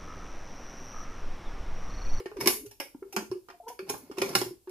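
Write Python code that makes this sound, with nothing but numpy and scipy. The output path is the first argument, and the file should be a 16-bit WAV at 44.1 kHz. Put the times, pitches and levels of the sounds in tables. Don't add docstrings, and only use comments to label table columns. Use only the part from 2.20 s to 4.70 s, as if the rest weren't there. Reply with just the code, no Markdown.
import sys
import numpy as np
from scipy import signal
from scipy.fft import rfft, irfft
from scipy.io import wavfile
from scipy.ndimage import uniform_filter1d

SR = 44100
rng = np.random.default_rng(int(sys.argv[2]) if len(sys.argv) > 2 else 0)


def gain_from_db(level_db):
    decades = np.asarray(level_db, float) / 20
    return 10 ** decades


def generate_wav(signal):
    frames = np.transpose(np.atleast_2d(signal))
    scaled = np.clip(frames, -1, 1) * 32767
    pcm = np.round(scaled).astype(np.int16)
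    wavfile.write(sys.argv[1], SR, pcm)


N = 110250
STRIKE_N = 10000


def rms_one(x):
    return x / np.sqrt(np.mean(x ** 2) + 1e-20)


def at_hz(points, hz):
    table_hz, value = np.array(points)[:, 0], np.array(points)[:, 1]
    return np.interp(np.log(hz), np.log(np.maximum(table_hz, 1)), value)


def at_time(level_db, offset_db=0):
    s, db = np.transpose(level_db)
    return gain_from_db(np.interp(np.arange(N) / SR, s, db) + offset_db)


def filtered(x, order, hz, kind="low"):
    return signal.sosfilt(signal.butter(order, hz, kind, fs=SR, output="sos"), x)


def fold(a, b):
    return signal.fftconvolve(np.atleast_2d(a), np.atleast_2d(b), axes=1)


def add(out, sound, s):
    i = int(s * SR)
    sound, i = sound[..., max(-i, 0):], max(i, 0)
    n = min(sound.shape[-1], N - i)
    out[:, i:i + n] += sound[..., :n]


# (frequency [Hz], density [dB per Hz])
FLOOR = [(12, -38), (20, 4), (210, -21.5), (388, -15), (607, -24.5), (1910, -37), (2390, -31), (13200, -24),
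         (16000, -29.5)]


def hush():
    floor_db = -68
    hz = np.maximum(np.fft.rfftfreq(N, 1 / SR), 1)
    both, own = rfft(rng.standard_normal(N)), rfft(rng.standard_normal((2, N)))
    share = .9 / (1 + (hz / 1500) ** 2)
    noise = np.sqrt(share) * both + np.sqrt(1 - share) * own
    return gain_from_db(floor_db) * rms_one(irfft(noise * gain_from_db(at_hz(FLOOR, hz)) * (hz > 60), N))


# (time [s], level [dB])
HANDLING = [(0, -89), (.15, -60), (.35, -62), (0.599, -71), (1.2, -73.5), (2.2, -77.5)]


def handling():
    noise = rng.standard_normal((3, N))
    low = filtered(noise[2] + 0.85 * noise[:2], 2, [18, 75], "band")
    return rms_one(low) * at_time(HANDLING)


def kitchen(x):
    t60_s, rise_s, wall_cut_hz = 0.27, 0.0037, 14800
    t = np.arange(SR // 2) / SR
    tail = rng.standard_normal((3, len(t))) * gain_from_db(-60 * t / t60_s) * (1 - np.exp(-t / rise_s))
    low = filtered(tail, 2, 600)
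    tail = tail[:2] - low[:2] + 0.91 * low[2] + 0.75 * low[:2]
    tail = signal.lfilter(*signal.butter(1, wall_cut_hz, fs=SR), tail)
    return fold(x, tail / np.sqrt(np.sum(tail ** 2) / 2))[:, :N]


# (time [s], pitch [Hz], level [dB])
SQUEAK = [(1.425, 449.3, -70), (1.442, 441.6, -54), (1.455, 446, -64), (1.472, 461, -41.5),
          (1.484, 462, -40), (1.492, 480, -57.5), (1.506, 502, -44.5), (1.53, 457, -52), (1.55, 465, -70)]


def gasket():
    second_db, third_db, jitter = 2.5, -20, 0.027
    s, hz, db = np.transpose(SQUEAK)
    t = np.arange(N) / SR
    waver = rms_one(uniform_filter1d(rng.standard_normal(N), size=200))
    phase = 2 * np.pi * np.cumsum(np.interp(t, s, hz) * (1 + jitter * waver)) / SR
    wave = np.sin(phase) + gain_from_db(second_db) * np.sin(2 * phase) + gain_from_db(third_db) * np.sin(3 * phase)
    return wave * gain_from_db(np.interp(t, s, db, left=-150, right=-150))


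# (time [s], peak [dB], pitch [Hz], t60
# [s])
THUMPS = [(0.001, -34, 383, 0.08), (0.059, -26.5, 380.6, 0.056), (0.115, -38.5, 420, 0.1),
          (0.186, -33, 340.4, 0.13), (0.206, -32.5, 402, 0.17), (0.261, -20, 354.8, 0.095),
          (0.271, -24, 399.3, 0.13), (0.36, -46, 421.6, 0.4), (0.6, -39, 493, 0.057),
          (0.747, -35, 288, 0.048), (0.94, -39, 369.7, 0.3), (0.963, -28, 382.4, 0.12),
          (1.298, -51, 374, 0.18), (1.591, -29, 376.7, 0.11), (1.699, -26.5, 404, 0.076),
          (1.898, -32.5, 396, 0.044), (1.959, -46.5, 391, 0.25), (1.979, -24.5, 376, 0.066),
          (2.016, -19.5, 381, 0.037), (2.05, -40.5, 377, 0.068), (2.087, -30, 381, 0.055),
          (2.151, -24.5, 367, 0.1), (2.215, -22, 375.6, 0.06),
          (2, -32.5, 230, 0.056), (1.912, -31, 300, 0.034), (2.333, -48, 330, 0.07),
               (0.268, -28, 240, 0.098), (0.21, -43.5, 140, 0.12), (0.971, -31, 215, 0.16),
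               (1.1, -47, 125, 0.1), (2.16, -45.5, 120, 0.35), (2.217, -42, 250, 0.12),
               (1.4, -37, 700, 0.059), (.602, -36, 550, 0.094), (.601, -34, 880, 0.05),
               (.604, -40, 1650, 0.069), (.602, -39, 2050, 0.092), (.93, -43.5, 770, 0.09),
               (0.002, -37.5, 480, 0.1), (0.16, -39.5, 490, 0.06), (0.272, -27, 700, 0.06),
               (0.746, -48, 900, 0.033), (0.826, -46, 1360, 0.047), (2.151, -21.5, 794, 0.067),
               (2.153, -33.5, 192, 0.1), (2.262, -45.5, 125, 0.11), (2.31, -51, 150, 0.071),
               (1.625, -47, 205, 0.063), (1.5, -38.5, 740, 0.05)]
# (time [s], peak [dB], pitch [Hz], t60 [s])
SOFT_THUMPS = [(0.166, -24, 399, 0.072), (0.229, -21, 406, 0.057), (0.41, -36, 275, 0.06),
               (0.43, -32, 302, 0.068), (0.45, -31, 407.6, 0.083), (0.465, -46, 110.8, 0.11),
               (1.02, -24, 339, 0.039), (1.114, -15.5, 373, 0.061), (1.15, -27.5, 367.8, 0.097),
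               (2.017, -9, 393, 0.07), (0.822, -20.5, 387, 0.049), (0.85, -40, 388.3, 0.13),
               (1.335, -43.5, 701, 0.08), (1.498, -46, 1075, 0.038), (1.24, -57, 391, 0.059),
               (1.076, -44, 385, 0.066), (1.62, -42, 383, 0.24), (1.83, -37.5, 263, 0.06),
               (2.125, -27.5, 379, 0.05), (2.259, -23, 368.8, 0.068), (2.308, -23, 357, 0.047),
               (2.472, -29, 371.5, 0.11)]


def thumps():
    level_db, twin_ratio = 3.5, .935
    out, t = np.zeros((1, N)), np.arange(12000) / SR
    hard, soft = (THUMPS, 0.0027, -18), (SOFT_THUMPS, 0.0085, -29)
    for rows, rise_s, twin_db in (hard, soft):
        rise = (1 - np.exp(-t / rise_s)) ** 1.4
        for s, peak_db, hz, t60_s in rows:
            w, fade = 2 * np.pi * hz * t, gain_from_db(-60 * t / max(t60_s, .02))
            twin = gain_from_db(twin_db) * fade ** 0.47 * np.sin(twin_ratio * w)
            add(out, gain_from_db(peak_db + level_db) * rise * (fade * np.sin(w) + twin), s)
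    wobble = rms_one(filtered(rng.standard_normal(N), 2, 60))
    return out[0] * (1 + 0.2 * wobble)


# (frequency [Hz], spread [rad])
WIDTH = [(300, 0.74), (800, 1.06), (1600, 1.81), (4000, 2.22)]
# (frequency [Hz], difference [dB])
LEAN = [(60, -2), (700, -6.5), (1500, 0.4), (5000, -6), (9000, 2), (13000, 0.5)]


def metal_modes():
    hz = np.maximum(np.fft.rfftfreq(STRIKE_N, 1 / SR), 1)
    turn = at_hz(WIDTH, hz) * rms_one(uniform_filter1d(rng.standard_normal(len(hz)), size=40)) / 2
    side = np.array([[1], [-1]])
    strength_db = 1.7 * rms_one(uniform_filter1d(rng.standard_normal(len(hz)), size=8))
    return hz, np.exp(1j * side * turn) * gain_from_db(side * at_hz(LEAN, hz) / 2 + strength_db)


# (frequency [Hz], level [dB], t60 [s])
LID = [(867, -6.5, 0.067), (1106, -14.5, 0.044), (1402, -6, 0.099), (2600, -23, 0.36), (4530, -17.5, 0.099),
       (5060, -18, 0.13), (5380, -4, 0.06), (6090, -20.5, 0.17), (7460, -28, 0.094), (8960, -12, .2),
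       (10916, -10.5, 0.21), (11700, -17, .12), (11140, -17, 0.46), (12550, -14, 0.29)]
# (frequency [Hz], level [dB])
METAL = [(250, -2), (600, -4.5), (1100, 4), (1700, -4.5), (2600, -1), (3700, -15.5), (5300, -9),
         (8200, -19.5),
         (9800, -22), (11000, -12.5), (12300, -17), (13500, -21.5), (15800, -32.5)]
# (frequency [Hz], t60 [s])
METAL_T60 = [(250, 0.44), (800, 0.18), (3000, 0.27), (11000, 0.43), (16000, 0.41)]


def strike(hz, reach, tilt_db, damp_s):
    crack_db, crack_s, crowd_spread_db, pivot_hz = 7.5, 0.0048, 1.5, 1330
    lid_level_db, high_lid_db, lid_spread_db, lid_detune = -4, -13, 2.0, 0.0046
    t, centres_hz = np.arange(STRIKE_N) / SR, np.geomspace(250, 15500, 36)
    chance = rng.standard_normal((3, 36))

    def tilt(f):
        return tilt_db * np.log2(np.maximum(f / pivot_hz, 1))

    groups = np.exp(-(np.log(hz / centres_hz[:, None]) / .09) ** 2)
    crowd = irfft(rfft(rng.standard_normal(STRIKE_N)) * groups[:, None] * reach, STRIKE_N)
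    t60_s = np.maximum(at_hz(METAL_T60, centres_hz) * gain_from_db(0.64 * chance[0]), .01)[:, None]
    fade = gain_from_db(-60 * t / t60_s) + gain_from_db(crack_db) * np.exp(-t / crack_s)
    crowd_db = at_hz(METAL, centres_hz) + tilt(centres_hz) + crowd_spread_db * chance[1]
    body = np.einsum("gt,gct->ct", gain_from_db(crowd_db)[:, None] * fade, crowd)

    lid_hz, lid_db, lid_t60_s = np.transpose(LID)
    lid_hz = lid_hz * (1 + lid_detune * chance[0, :len(LID)])
    bins = reach[:, (lid_hz * STRIKE_N / SR).astype(int), None]
    decay = np.log(1000) * t / np.maximum(lid_t60_s, .01)[:, None]
    rings = np.imag(bins * np.exp(2j * np.pi * lid_hz[:, None] * t - decay))
    lid_db = lid_db + lid_level_db + tilt(lid_hz) + high_lid_db * (lid_hz > 6000)
    body = body + gain_from_db(lid_db + lid_spread_db * chance[2, :len(LID)]) @ rings

    body = body * np.exp(-t / damp_s) * np.cos(np.pi / 2 * t / t[-1])
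    return body / np.sqrt(np.mean(body[:, :200] ** 2))


# (time [s], level [dB])
DRAG = [(0, -100), (.16, -64), (.24, -43), (.45, -82.5), (.56, -101), (.945, -68), (0.979, -58),
        (1.1, -85.5), (1.44, -86.5), (1.501, -63), (1.62, -86.5), (1.694, -47.5), (1.802, -63.5),
        (1.949, -63), (2.0, -48.5), (2.139, -43.5), (2.299, -69.5), (2.421, -94)]


def scrape(hz, reach):
    grains_per_s, level_db, tilt_db, ring_s, judder_db = 2500, -2, 3.5, 0.005, 21
    size = gain_from_db(2.4 * np.minimum(rng.exponential(1, N), 4))
    grit = size * rng.choice([-1, 1], N) * (rng.random(N) < grains_per_s / SR)
    grit = rms_one(grit) * at_time(DRAG, level_db)
    body = strike(hz, reach, tilt_db, ring_s)
    judder = filtered(grit, 2, [120, 520], "band")
    return fold(grit, body / np.sqrt(np.sum(body ** 2) / 2))[:, :N] + gain_from_db(judder_db) * judder


# (time [s], peak [dB], brightness [dB per octave], chatter [ms], slide-in [ms])
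CLINKS = [(0.001, -38.5, 0.5, 1.7, 0.12), (0.058, -31, -4.5, 2.4, 0.72), (0.116, -39, -10, 4.8, 0.16),
          (0.169, -37.5, -1, 2.6, 1.2), (0.210, -22, 4.5, 1, 4.2), (0.259, -18.5, 1.7, 3.6, .1),
          (0.2735, -6.5, 5.5, .8, 0.28), (0.462, -40, 7.5, 4.2, 4.0), (0.511, -41, 6, 8.4, 1.5),
          (0.6, -24, 2.5, 1.5, .2), (0.744, -53.5, -29, 1.6, .2), (0.826, -45.5, -12, 2.8, .2),
          (0.926, -34.5, 5.5, 6.6, 1.8), (0.9642, -17.5, 0.5, 0.66, 0.72), (1.114, -35.5, 1, 5, .6),
          (1.286, -38, -3, 4.2, 0.38), (1.302, -37, -3.5, 3.3, 1.9), (1.483, -33.5, 5.5, 13.7, 2.3),
          (1.591, -32, -0.5, 1.54, 0.54), (1.699, -19.5, 4.5, 1.7, 5.6), (1.779, -42, 22, 1.6, 0.85),
          (1.914, -37, 0, 7, .6), (1.973, -36, 0, 6.8, 1.5), (1.984, -25.5, 1.5, 1.3, 0.82),
          (2.018, -16.5, 2, 2.7, 1.86), (2.092, -30.5, 4, 1.3, 4.2), (2.133, -35.5, -8, 9, 1.5),
          (2.152, -8.5, 4, 2.1, .1), (2.215, -21.5, 2, 0.37, 1.1), (2.473, -42.5, -7.5, 11, 0.39),
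          (1.741, -31.5, -12, 1.2, 1.6), (1.752, -38, -16, 2.3, 0.35), (1.671, -49, -10, 6.0, 6.0),
          (2.495, -45, 6, 1.5, 1.5)]


def clinks(hz, reach):
    level_db, damp_s, lead_n, touch_n = -7, 0.97, 400, 1500
    out, ms = np.zeros((2, N)), (np.arange(touch_n) - lead_n) * 1000 / SR
    for s, peak_db, tilt_db, chatter_ms, slide_ms in CLINKS:
        shape = np.exp(-np.abs(ms) / np.where(ms < 0, max(slide_ms, .05), max(chatter_ms, .3)))
        touch = rng.standard_normal(touch_n) * (rng.random(touch_n) < .05) * shape
        touch[lead_n] = 2
        touch = touch / np.sqrt(np.sum(touch ** 2))
        clink = fold(touch, strike(hz, reach, tilt_db, damp_s))
        add(out, gain_from_db(peak_db + level_db) * clink, s - lead_n / SR)
    return out


def scene():
    metal_room_db, pot_room_db = -11.5, -12
    modes = metal_modes()
    metal = clinks(*modes) + scrape(*modes)
    pot = thumps() + gasket()
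    room = kitchen(gain_from_db(metal_room_db) * metal.mean(axis=0) + gain_from_db(pot_room_db) * pot)
    return metal + pot + room + hush() + handling()


def band_limit(x):
    return signal.sosfilt(signal.butter(12, 16470, fs=SR, output="sos"), x)


def record(dry):
    mix = signal.sosfilt(signal.cheby2(10, 45, 16050, fs=SR, output="sos"), dry)
    return band_limit(mix)


dry = scene()
out = record(dry)
generate_wav(out)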